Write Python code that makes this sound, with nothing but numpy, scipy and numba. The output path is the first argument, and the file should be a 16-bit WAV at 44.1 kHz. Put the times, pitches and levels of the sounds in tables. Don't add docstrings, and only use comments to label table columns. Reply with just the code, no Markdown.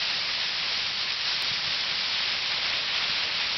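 import sys
import numpy as np
from scipy import signal
from scipy.fft import rfft, irfft
from scipy.io import wavfile
from numba import njit

SR = 44100
rng = np.random.default_rng(int(sys.argv[2]) if len(sys.argv) > 2 else 0)


def to_wav(s):
    ch = np.atleast_2d(s).T
    pcm = np.round(np.clip(ch, -1, 1) * 32767)
    wavfile.write(sys.argv[1], SR, pcm.astype(np.int16))


N = 157437

# ratio to its pitch, level/dB
FLAT_STONE_MODES = [(.62, -3.5), (1, 2), (1.37, -2.5), (1.83, -7.5)]


def chips(level_db=-3):
    # f/Hz, gain/dB
    chip_colour = [(400, -23.5), (1000, -12), (2000, -4.5), (2800, -3), (3600, 0), (4700, 2.5), (5200, 1.5),
                   (5550, -2.5), (5900, -15.5), (6300, -43.5)]
    rattle = tumble(per_s=6000, low_hz=594, high_hz=6484, t60_s=.009, spread_db=3)
    return undb(level_db) * colour(rattle, chip_colour) * undb(.38 * wander(per_s=70))


def stones(level_db=-5):
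    # f/Hz, gain/dB
    stone_colour = [(150, -18), (350, -17), (580, -8), (750, -10), (950, -6.5), (1400, -6.5), (2400, 1),
                    (3300, 1), (4500, -4), (6000, -37)]
    # t/s, relative level/dB
    coarse_share = [(0, -1), (.5, -2), (.95, -3.5), (1.3, -3.5), (1.9, -1.5), (2.3, 0.5), (2.8, 3),
                    (3.15, 2.2), (3.57, 1.5)]
    clatter = tumble(per_s=3000, low_hz=250, high_hz=4490, t60_s=.011, spread_db=2)
    flicker = undb(.29 * wander(per_s=40))
    return undb(level_db) * colour(clatter, stone_colour) * curve(coarse_share) * flicker


def tumble(per_s, low_hz, high_hz, t60_s, spread_db, longest_hop_s=.025, bounce_db=-2.5):
    when, pitch, damping, force, hop = rng.random((int(per_s * N / SR), 5)).T
    times = when * N / SR
    hz = low_hz + (high_hz - low_hz) * pitch
    decay_s = t60_s * 2 ** (2 * damping - 1)
    strength = undb(spread_db * np.minimum(-np.log(1 - force), 4))
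    strikes = knocks(times, hz, decay_s, strength)
    bounces = knocks(times + longest_hop_s * hop, hz, decay_s, strength)
    return strikes + undb(bounce_db) * bounces


def knocks(times, hz, t60_s, strength):
    out = np.zeros(N)
    for ratio, db in FLAT_STONE_MODES:
        detune = 1 + .047 * rng.uniform(-.9, 1, len(times))
        polarity = rng.choice([-1, 1], len(times))
        out += ring(times, hz * ratio * detune, t60_s, strength * undb(db) * polarity)
    return out


@njit
def ring(times, hz, t60_s, strength):
    out = np.zeros(N)
    for k in range(len(times)):
        start = int(times[k] * SR)
        pole = np.exp((2j * np.pi * hz[k] - np.log(1000) / t60_s[k]) / SR)
        phasor = strength[k] + 0j
        for i in range(start, min(N, start + int(t60_s[k] * SR))):
            out[i] += phasor.imag
            phasor *= pole
    return out


def thuds(rise_s=.0054, t60_s=.053, gain_db=1.5):
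    # t/s, relative level/dB, f/Hz
    landings = [(1.511, -32, 113), (1.672, -38, 127), (1.697, -39, 145), (1.913, -35.5, 148),
                (3.094, -36, 151), (3.235, -38, 110), (3.455, -45, 70)]
    out = np.zeros(N)
    for start, db, hz in landings:
        age = np.maximum(np.arange(N) / SR - start, 0)
        body = sum(undb(mode_db) * np.sin(2 * np.pi * (hz * ratio * age + rng.random()))
                   for ratio, mode_db in FLAT_STONE_MODES)
        envelope = (1 - np.exp(-age / rise_s)) * np.exp(-np.log(1000) * age / t60_s)
        out += undb(db + gain_db) * body * envelope
    return out


def far_slope(level_db=-5.5):
    # f/Hz, gain/dB
    far_colour = [(250, -19.5), (600, -10), (1000, -6.5), (1600, -6.5), (2400, -1.5), (4600, 1.5),
                  (5200, -1), (5550, -8), (5900, -16.5), (6300, -40)]
    hiss = colour(rng.standard_normal(N), far_colour)
    return undb(level_db) * hiss * undb(.4 * wander(per_s=25))


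def rumble():
    # t/s, level/dB
    bed_level = [(0, -53), (1.05, -52.5), (1.2, -58), (1.4, -52), (2.4, -52), (2.95, -52), (3.25, -51.5),
                 (3.57, -51)]
    # f/Hz, gain/dB
    bed_colour = [(20, -11), (55, -2), (80, -2.5), (135, 1.5), (190, 0.5), (250, -3), (350, -5.5),
                  (700, -15), (2000, -57.5)]
    return curve(bed_level) * colour(rng.standard_normal(N), bed_colour)


def tick(at_s=1.4233, impulse_db=-12.5, dullness=.4):
    impulse = undb(impulse_db) * (np.arange(N) == int(at_s * SR))
    return signal.lfilter([1 - dullness], [1, -dullness], impulse)


def undb(db):
    return 10 ** (np.asarray(db) / 20)


def unit(x):
    return x / np.sqrt(np.mean(x ** 2))


def curve(rows):
    return undb(np.interp(np.arange(N) / SR, *np.array(rows).T))


def colour(x, points):
    hz, db = np.array(points).T
    bin_hz = np.maximum(np.fft.rfftfreq(N, 1 / SR), 1)
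    gain = undb(np.interp(np.log(bin_hz), np.log(hz), db))
    return unit(irfft(rfft(x) * gain, N))


def wander(per_s):
    steps = rng.standard_normal(1024)
    return unit(np.interp(np.arange(N) / SR * per_s, np.arange(len(steps)), steps))


def low_pass(x, hz):
    return signal.sosfilt(signal.ellip(10, .2, 80, hz, fs=SR, output="sos"), x)


def scene():
    # t/s, level/dB
    flow = [(0.0, -27), (0.39, -29), (0.42, -27.5), (0.54, -29), (0.66, -27.5), (0.9, -28), (0.93, -30.5),
            (1.02, -27), (1.05, -29), (1.11, -27.5), (1.17, -30.5), (1.29, -26), (1.38, -28), (1.47, -26.5),
            (1.62, -28.5), (1.74, -26.5), (1.77, -28), (2.34, -28), (2.37, -29.5), (2.58, -28),
            (2.61, -30.5), (2.64, -28), (2.88, -30.5), (2.94, -28.5), (3.24, -28), (3.3, -31), (3.36, -29),
            (3.57, -29)]
    slide = rumble() + thuds() + curve(flow) * (chips() + stones() + far_slope())
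    return np.array([slide, slide])


def record(dry):
    narrow = low_pass(dry, hz=6250)
    return low_pass(narrow + tick(), hz=15800)


dry = scene()
out = record(dry)
to_wav(out)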